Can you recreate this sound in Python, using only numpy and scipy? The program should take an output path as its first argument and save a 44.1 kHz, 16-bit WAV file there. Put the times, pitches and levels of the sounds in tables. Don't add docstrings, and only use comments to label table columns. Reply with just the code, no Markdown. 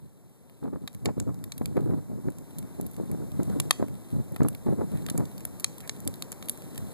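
import sys
import numpy as np
from scipy import signal
from scipy.fft import rfft, irfft
from scipy.io import wavfile
from scipy.ndimage import uniform_filter1d, map_coordinates

SR = 44100
rng = np.random.default_rng(int(sys.argv[2]) if len(sys.argv) > 2 else 0)


def store_pcm(level_fs):
    pcm = np.round(np.clip(level_fs, -1, 1) * 32767).astype(np.int16)
    wavfile.write(sys.argv[1], SR, np.atleast_2d(pcm).T)


N = 305613
TIME = np.arange(N) / SR

# (time [s], hiss level [dB], sizzle level [dB])
BED_LEVELS = [(0, -69.5, -80), (0.3, -68.5, -77.5), (0.8, -66.5, -77), (1.4, -63, -76), (2.1, -62, -73.5),
              (2.6, -60, -72.5), (3.1, -59, -68.5), (3.65, -56.5, -66), (3.85, -60, -73), (4.3, -59, -68.5),
              (4.75, -59.5, -70.5), (4.95, -56.5, -65.5), (5.3, -57, -70), (5.7, -58, -67.5),
              (6.1, -57, -68.5), (6.5, -57, -67.5), (6.93, -55, -65.5)]
# (frequency [Hz], level [dB])
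TEARING_SPECTRUM = [(200, -26), (500, 17), (900, 13.5), (1500, 1.5), (2200, -8), (3500, -22), (8000, -42.5)]


def gain_of(db):
    return 10 ** (np.asarray(db) / 20)


def evened(x):
    return x / np.sqrt(np.mean(x ** 2) + 1e-20)


def curves(rows):
    time_s, *columns = np.transpose(rows)
    return [np.interp(TIME, time_s, column) for column in columns]


def read(points, hz):
    point_hz, level_db = np.transpose(points)
    return np.interp(np.log(hz + 1), np.log(point_hz + 1), level_db)


def add(mix, start_s, sound):
    part = mix[max(round(start_s * SR), 0):][:len(sound)]
    part += sound[:len(part)]


def delayed(x, count):
    return np.concatenate([np.zeros(count), x[:len(x) - count]])


def coloured(x, points, size=1024):
    hz = abs(np.fft.fftfreq(size, 1 / SR))
    log_gain = np.log(gain_of(read(points, hz)))
    taps = np.fft.ifft(np.exp(signal.hilbert(log_gain).conj())).real
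    return signal.oaconvolve(x, taps[:size // 2])[:len(x)]


def bass_cut(x, hz):
    return signal.sosfilt(signal.butter(2, hz, "high", fs=SR, output="sos"), x)


def wander(rate_hz):
    lowpass = np.exp(-(np.fft.rfftfreq(N, 1 / SR) / rate_hz) ** 2)
    return evened(irfft(rfft(rng.standard_normal(N)) * lowpass, N))


def hiss():
    # (frequency [Hz], level [dB])
    hiss_spectrum = [(50, 25.5), (600, -6), (2000, -10), (3800, -5), (5200, 0), (7000, 2), (10500, 4.5),
                     (14000, 5.5)]
    return gain_of(curves(BED_LEVELS)[0]) * evened(coloured(rng.standard_normal(N), hiss_spectrum))


def yard(x, echo_db=-31, tail_db=-28.5, t60_s=0.423):
    # (frequency [Hz], level [dB])
    air_colour = [(1000, -1.5), (3000, -0.5), (4500, -4.5), (8000, 4), (11000, -1.5), (14000, 6.5)]
    t = TIME[:SR // 2]
    echo = evened(rng.standard_normal(len(t)) * np.exp(-abs(t - .019) / 0.0011))
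    tail = evened(rng.standard_normal(len(t)) * gain_of(-60 * t / t60_s) * (t > .006))
    response = (gain_of(echo_db) * echo + gain_of(tail_db) * tail) / np.sqrt(len(t))
    return signal.oaconvolve(x, coloured(response, air_colour))[:N]


def airflow():
    # (time [s], level [dB])
    breeze_levels = [(0.0, -67), (0.39, -68.5), (1.1, -57.5), (1.19, -50), (1.56, -54), (1.83, -48),
                     (2.3, -55), (2.61, -56), (3.53, -48), (3.66, -49.5), (3.74, -56.5), (4.13, -55.5),
                     (4.92, -49.5), (5.58, -56), (6.54, -56.5), (6.93, -52.5)]
    # (start [s], hold [s], level at the hold [dB], eddy rate at the hold [Hz])
    gusts = [(0.017, 0.0401, -42, 146.8), (0.627, 0.0609, -31.5, 301), (0.724, 0.0369, -33, 322.5),
             (0.819, 0.0282, -36, 211.1), (0.953, 0.01243, -37, 170.3), (1.025, 0.01315, -35, 180.4),
             (1.056, 0.043, -26, 298.1), (1.172, 0.0563, -29.5, 194), (1.271, 0.0332, -27, 237.1),
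             (1.327, 0.1608, -39, 176.4), (1.61, 0.0523, -33, 245.6), (1.679, 0.049, -33.5, 202.1),
             (1.762, 0.0309, -24.5, 302.9), (1.818, 0.0744, -26.5, 218.3), (1.895, 0.05065, -25, 268),
             (1.967, 0.0237, -29.5, 224.8), (2.093, 0.096, -34, 227.7), (2.247, 0.022, -30.5, 230.5),
             (2.271, 0.0137, -26, 232.3), (2.575, 0.0717, -36, 199.1), (2.782, 0.081, -34, 229.3),
             (2.982, 0.0565, -33, 296.9), (3.099, 0.046, -29, 240.6), (3.177, 0.063, -32.5, 245.2),
             (3.325, 0.0448, -33, 193.6), (3.394, 0.0184, -23.5, 219.7), (3.461, 0.1512, -28.5, 215.9),
             (3.648, 0.0417, -35, 249.6), (3.799, 0.038, -28, 319.8), (3.879, 0.076, -35.5, 210.6),
             (4.129, 0.0698, -25.5, 179.5), (4.316, 0.024, -33, 215.2), (4.404, 0.0191, -22.5, 229.8),
             (4.441, 0.02113, -22, 248.9), (4.494, 0.0422, -34.5, 190.2), (4.666, 0.0685, -24, 280.9),
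             (4.784, 0.0567, -27.5, 321), (4.925, 0.031, -25.5, 215.1), (4.981, 0.0998, -36, 219.2),
             (5.146, 0.01204, -27, 250.8), (5.181, 0.048, -25.5, 264.8), (6.059, 0.025, -29.5, 234.5),
             (6.782, 0.0661, -34.5, 169.5)]
    breeze_offset_db, breeze_sway_db, breeze_eddy_hz = 10, 2.5, 185.12
    attack_s, release_s = 0.007002, .019
    eddy_law = .2

    breeze_db = curves(breeze_levels)[0] + breeze_offset_db + breeze_sway_db * wander(rate_hz=12.19)
    power = gain_of(breeze_db) ** 2
    weighted_hz = power * breeze_eddy_hz
    for start_s, hold_s, level_db, eddy_hz in gusts:
        rise = np.minimum(TIME - start_s, 0) / attack_s
        ebb = np.maximum(TIME - start_s - hold_s, 0) / release_s
        shape = np.exp(rise - ebb)
        gust = (gain_of(level_db) * shape) ** 2
        power = power + gust
        weighted_hz = weighted_hz + gust * eddy_hz * shape ** eddy_law
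    return 10 * np.log10(power), weighted_hz / power


def wind(level_db=0.34, steepness=6.27, lumpy_db=2.0, swirl=.13, low_cut_hz=75):
    flow_db, eddy_hz = airflow()
    rest_hz = 400
    spectrum = (1 + (np.fft.rfftfreq(N, 1 / SR) / rest_hz) ** steepness) ** -.5
    eddies = irfft(rfft(rng.standard_normal(N)) * spectrum, N)

    lumps = wander(rate_hz=70.49)
    travel = np.cumsum(eddy_hz * np.exp(swirl * lumps)) / rest_hz
    passing = map_coordinates(eddies, [travel % (N - 1)], order=3)
    pressure = bass_cut(passing * gain_of(lumpy_db * lumps), low_cut_hz)

    local_power = uniform_filter1d(uniform_filter1d(pressure ** 2, size=1100), size=800)
    return pressure / np.sqrt(local_power) * gain_of(flow_db + level_db)


def puffs(per_s=170, level_db=-23, spread_db=1.5, decay_s=0.00138):
    flow_db, eddy_hz = airflow()
    strengths = gain_of(spread_db * np.minimum(rng.exponential(1, N), 3))
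    hits = strengths * (rng.random(N) < per_s / SR)
    envelope = signal.lfilter([1], [1, -np.exp(-1 / (decay_s * SR))], hits)
    tearing = evened(coloured(envelope * rng.standard_normal(N), TEARING_SPECTRUM))
    return gain_of(flow_db + level_db) * (eddy_hz / 300) ** 3 * tearing


def thumps(swing_trim_db=-8.5, core=2.682, wake_trim_db=-26, wake_decay_s=0.00254):
    # (time [s], peak level [dB], nominal pitch [Hz], wake offset [dB])
    vortices = [(0.643, -27, 370, 5.5), (0.655, -21, 350, 7), (0.738, -29, 330, 10),
                (0.759, -18.5, 300, 4.5), (1.066, -12.5, 256, 7), (1.074, -18, 300, 3),
                (1.087, -20, 340, 16), (1.094, -14.5, 343, 6), (1.18, -10.5, 235.5, 0),
                (1.291, -16.5, 269, 7), (1.613, -11, 340.4, -6.5), (1.617, -21.5, 376, 10),
                (1.771, -17, 329, 5), (1.777, -4.5, 338, 1), (1.901, -17, 300, -3), (1.909, -19, 328, 6),
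                (1.936, -12, 244.6, -9.5), (2.117, -20.5, 299.7, -0.5), (2.285, -8, 272.8, 1.5),
                (2.799, -9.5, 278.8, -1.5), (3.0, -14.5, 380.5, -5.5), (3.012, -15, 289.9, -13),
                (3.148, -13.5, 279.8, -3), (3.396, -13, 289.3, 3), (3.4, -9, 226.4, 4.5),
                (3.5, -13.5, 296.3, -0.5), (3.826, -5.5, 398.1, 1), (4.166, -25, 169.6, -9.5),
                (4.2, -9, 197.2, -7.5), (4.406, -7, 290, 8.5), (4.419, 0.5, 231.3, 4),
                (4.449, -10.5, 342.9, 7), (4.462, -13, 247.6, 4), (4.669, -11, 311.3, 2.5),
                (4.689, -7.5, 338, -12), (4.735, -23.5, 277.9, -15.5), (4.792, -11, 270.4, -14.5),
                (4.815, -30, 331.2, 8), (4.833, -27.5, 278.9, -2.5), (5.115, -11.5, 219.6, -8.5),
                (5.153, -13.5, 258.4, 5.5), (5.198, -7, 200.5, 3.5), (5.205, -15.5, 320, 4),
                (6.067, -19, 318, -7)]
    out, wake = np.zeros(N), np.zeros(N)
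    t = TIME[:1764] - .02
    wake_decay = np.exp(-TIME[:len(t) * 2] / wake_decay_s)
    for time_s, peak_db, hz, wake_db in vortices:
        phase = t * 2 * np.pi * hz
        swing = phase / (1 + (phase / core) ** 2) ** 3
        add(out, time_s + t[0], gain_of(peak_db + swing_trim_db) * swing / swing.max())
        wake_gain = gain_of(peak_db + wake_trim_db + wake_db) * (hz / 280) ** 2
        add(wake, time_s, wake_gain * wake_decay)
    return out + coloured(wake * rng.standard_normal(N), TEARING_SPECTRUM)


def flames(over_hiss_db=14, flutter_db=-0.4451):
    # (frequency [Hz], level [dB])
    flame_spectrum = [(40, -12), (110, 5), (250, 1.5), (450, -7.5), (800, -16.5), (1300, -22), (2200, -29),
                      (4000, -56), (8000, -53)]
    rush = evened(coloured(rng.standard_normal(N), flame_spectrum, size=4096))
    return rush * gain_of(curves(BED_LEVELS)[0] + over_hiss_db + flutter_db * wander(rate_hz=19.5))


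def ticks(per_s, spread_db, decay_s):
    strengths = gain_of(spread_db * np.minimum(rng.exponential(1, N), 4)) * rng.choice([-1, 1], N)
    hits = strengths * (rng.random(N) < per_s / SR)
    t = TIME[:400]
    burst = rng.standard_normal(len(t)) * np.exp(-t / decay_s)
    burst = irfft(np.exp(1j * np.angle(rfft(burst))))
    return evened(signal.oaconvolve(hits, burst)[:N])


def sizzle(fizz_db=6.0, tick_db=-2, surge_db=1.47):
    # (frequency [Hz], level [dB])
    sizzle_spectrum = [(800, -18), (2200, -1), (4000, 7.5), (5200, -10.5), (7000, -10), (8800, 12),
                       (10600, -1), (12000, 15.5), (14000, -33.5)]
    surge = gain_of(fizz_db + surge_db * wander(rate_hz=4.7))
    fizz = surge * ticks(per_s=1200, spread_db=-1.0, decay_s=0.000838)
    embers = gain_of(tick_db) * ticks(per_s=140, spread_db=12.0, decay_s=0.0023)
    return gain_of(curves(BED_LEVELS)[1]) * coloured(fizz + embers, sizzle_spectrum)


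def jets(relative_width=0.405):
    # (start [s], length [s], level [dB], centre [Hz])
    escapes = [(1.612, 0.0416, -58, 11910), (3.512, 0.0352, -54, 1404), (4.928, 0.0856, -59, 1904),
               (5.178, 0.0345, -55, 12520), (5.818, 0.0561, -55, 1919), (6.49, 0.0488, -49.5, 11490)]
    out = np.zeros(N)
    for start_s, length_s, level_db, centre_hz in escapes:
        t = np.arange(0, length_s, 1 / SR)
        hz = np.fft.rfftfreq(len(t), 1 / SR)
        band = np.exp(-((hz / centre_hz - 1) / relative_width) ** 2)
        rush = evened(irfft(rfft(rng.standard_normal(len(t))) * band, len(t)))
        add(out, start_s, gain_of(level_db) * rush * np.sin(np.pi * t / length_s))
    return out


def log_ring(hz, detune=0.036):
    # (centre [Hz], width [Hz], level against the direct path [dB])
    log_modes = [(1159, 200, -2.5), (1712, 216, -10.5), (2199, 150, -4.5), (3744, 315, -2.5),
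                 (4302, 390, -3), (6846, 270, -12), (10920, 570, -8), (13040, 860, 2)]
    detuned = hz * (1 + detune * rng.uniform(-1.02, 1))
    return 1 + sum(gain_of(db) / (1 + 2j * (detuned - centre) / width) for centre, width, db in log_modes)


def crack(level_db, low_db, high_db, top_db, length_ms, snap=3.49, scatter=4.3, stretch=1.66,
          rise_s=0.000188, size=1024):
    wall_s, wall_spread, wall_deep, wall_bright = .00174, 0.05, 0.395, 0.285
    t = np.arange(size) / SR
    deep = top_db < -4.5

    burst = evened(rng.standard_normal(size) * np.exp(-t / 0.00012))
    direct = burst + snap * np.sign(burst[0]) * evened(1. * (t == 0))
    decay_s = .0005 + stretch * max(length_ms, .3) / 1000
    scatter_shape = (1 - np.exp(-t / rise_s)) * np.exp(-t / decay_s)
    source = direct + scatter * evened(rng.standard_normal(size) * scatter_shape)
    echo = delayed(source, int(SR * wall_s * (1 + wall_spread * rng.uniform(-1.9, 1))))

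    z = rfft(source + (wall_deep if deep else wall_bright) * echo)
    z /= np.sqrt(uniform_filter1d(abs(z) ** 2, size=61))
    if deep:
        z = z * log_ring(np.fft.rfftfreq(size, 1 / SR))
    faded = irfft(z) * (1 - (t / t[-1]) ** 2)

    dull_db = 0.78 * max(level_db + 44.0, 0)
    colour = [(300, low_db - 1), (1500, low_db), (4000, 0), (7200, high_db), (11500, top_db),
              (13500, top_db - dull_db), (16000, top_db - 30)]
    sound = coloured(faded, colour)
    return gain_of(level_db) * sound * np.sqrt(SR / 100 / np.sum(sound ** 2))


def cracks():
    # (time [s], level over 10 ms [dB], at 1.5 kHz [dB], at 7.2 kHz [dB], at 11.5 kHz [dB], length [ms])
    crack_rows = [(0.2967, -68.5, -6, 3.5, 14, .8), (0.4971, -59.5, -1.5, -19, -4.5, 0.77),
                  (0.638, -62, -7.5, -9.5, -7.5, 0.815), (0.8766, -36, -5.5, -10.5, -11.5, 1.57),
                  (0.93, -59.5, -4, 8, 4, .9), (0.9382, -59.5, -3, 6.5, 6, 1.2),
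                  (0.948, -50, 1.5, 0, 2.5, 0.67), (1.0502, -50, -4, 5, 18, 1.14),
                  (1.0574, -29.5, -1, -1.5, -11, 1.16), (1.2, -36, 1.5, 11.5, -1.5, 0.73),
                  (1.2252, -62, 1.5, 12, 1, .8), (1.344, -56.5, -23, -3, -3.5, 0.586),
                  (1.4405, -44, -8.5, -3.5, 0.5, 1.3), (1.5203, -36, -12.5, 0.5, -11.5, 1.282),
                  (1.5795, -43, -12, -8, 3, 0.963), (1.6578, -36, -10.5, -6.5, -4, 0.2514),
                  (1.7685, -41.5, 16.5, -7.5, -2.5, 2.6), (1.8078, -56, 1, -1.5, 0.5, 1.05),
                  (2.303, -55, 4.5, 9.5, 7.5, 1.104), (2.3846, -51.5, -0.5, 8, 4.5, 0.819),
                  (2.5849, -42, -17, 2.5, 6, 0.85), (2.589, -46.5, -17.5, 1, 5.5, 0.842),
                  (2.6276, -53.5, 6.5, 0.5, 0.5, 0.89), (2.8118, -44.5, -12.5, 5, 8.5, 1.462),
                  (2.8652, -44, -9.5, 0.5, 13, 1.178), (2.913, -52.5, -10, 4.5, 12, 2.6),
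                  (2.9347, -57.5, -10, 2, 10.5, 0.753), (2.9656, -52, -0.5, 2, 1, 0.706),
                  (3.115, -47.5, 3.5, 3.5, 10, 0.937), (3.3183, -53.5, -9.5, -10, -2, 0.883),
                  (3.432, -47, -7.5, 9.5, 3, 0.688), (3.4992, -53.5, -7.5, 3, -13, 0.737),
                  (3.6, -26.5, -6, -2.5, 1, 1.384), (3.7086, -15, -4.5, -7.5, -6.5, 0.907),
                  (3.8834, -52, 6.5, -2.5, 3, 0.926), (4.3204, -55.5, -2.5, 9.5, 14.5, 1.01),
                  (4.3622, -41.5, 6, -8, -1.5, 2.08), (4.4324, -45, 8, 10, 2.5, 1.79),
                  (4.4852, -34, 4, 2, 15.5, 0.847), (4.5491, -45, -6, -12.5, -4.5, 0.7554),
                  (4.9172, -54.5, 0.5, -6, 5, 0.947), (5.0642, -40, -5, -3.5, -3.5, 0.612),
                  (5.0867, -39, 3, -19.5, -9.5, 1.115), (5.0996, -33.5, -8.5, -0.5, 2, 1.703),
                  (5.1774, -34.5, 6, 14, 14, 1.173), (5.2543, -49.5, -14.5, 3.5, -8, 1.19),
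                  (5.3798, -46.5, -16, -4.5, -5, 0.704), (5.4063, -50, 2, 4.5, -1, 2.28),
                  (5.452, -32.5, 3, 5.5, 16, 0.607), (5.598, -40.5, -9, 3.5, 7.5, 1.6),
                  (5.605, -46, -7, 7.5, 8, 1.42), (5.6439, -21, -12, -1.5, -8, 0.884),
                  (5.782, -47, -21, -4, 3, 0.872), (5.8048, -46.5, -2.5, 0, -3.5, 2.21),
                  (5.876, -44.5, -0.5, 3, 2, 1.74), (5.8945, -28.5, -5.5, 2.5, -15, 0.868),
                  (6.003, -47.5, -11, 11, 10, 1.07), (6.0504, -52.5, -8.5, 2.5, 6.5, 0.956),
                  (6.0758, -30, -11.5, 2, 6.5, 0.893), (6.14, -46, -18.5, -8, -7.5, 0.929),
                  (6.1571, -55.5, -3.5, -1.5, 11, .7), (6.2231, -32.5, -10.5, -2, -7, 0.632),
                  (6.3188, -38, 1.5, 11, 9.5, 0.833), (6.3263, -42.5, -1.5, 1, -1, 0.853),
                  (6.4262, -42.5, 1, -0.5, -9.5, 0.97), (6.4572, -51, -2, 1.5, 8, .9),
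                  (6.4855, -38, -13.5, -8, 1, 1.32), (6.4955, -27.5, -16, -3.5, 8.5, 0.714),
                  (6.5748, -49.5, 10, 10, 10.5, 1.06), (6.6207, -52, -6.5, -6, -4, 1.098),
                  (6.7473, -54.5, -8, -2, 1, 0.94), (6.7579, -49.5, -4.5, -4, -2.5, 0.99),
                  (6.7778, -39.5, -3.5, -1, 2, 1.05)]
    out = np.zeros(N)
    for time_s, *settings in crack_rows:
        add(out, time_s, crack(*settings))
    return out


def scene():
    # (frequency [Hz], level [dB])
    port_colour = [(200, -8), (600, -0.5), (1300, -0.5), (2900, 0.5), (4000, -1.5), (5400, -7.5),
                   (7000, -1.5), (8700, -1), (10600, 1), (12000, 3.5), (13500, -1)]
    # (frequency [Hz], level [dB])
    shade_colour = [(100, -5), (500, -5.5), (1100, -5), (2000, -17.5), (5000, -44.5), (14000, -12)]
    lee_db = -9.5

    snaps = cracks()
    fire = coloured(snaps, port_colour) + sizzle() + jets() + flames()
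    open_port = fire + bass_cut(wind() + thumps() + puffs(), hz=83.8)
    shaded_port = delayed(coloured(fire, shade_colour), count=1) + gain_of(lee_db) * wind()
    return np.array([port + yard(snaps) + hiss() for port in (open_port, shaded_port)])


def record(dry):
    # (frequency [Hz], level [dB])
    cross_colour = [(2900, 0), (4200, 0.56), (5800, 2.3), (9000, 1.78), (14000, 0.9)]
    port_delay_s, edge_hz, clip_level = .000343, 14000, .85
    hz = np.fft.rfftfreq(N + SR, 1 / SR)
    path = gain_of(read(cross_colour, hz)) * np.exp(-2j * np.pi * hz * port_delay_s)
    crossed = irfft(rfft(dry[::-1], N + SR) * path, N + SR)[:, :N]
    overloaded = np.clip(dry - crossed, -clip_level, clip_level)
    lowpass = signal.firwin(301, edge_hz, window=("kaiser", 8), fs=SR)
    return signal.oaconvolve(overloaded, lowpass[None], "same", axes=1)


dry = scene()
out = record(dry)
store_pcm(out)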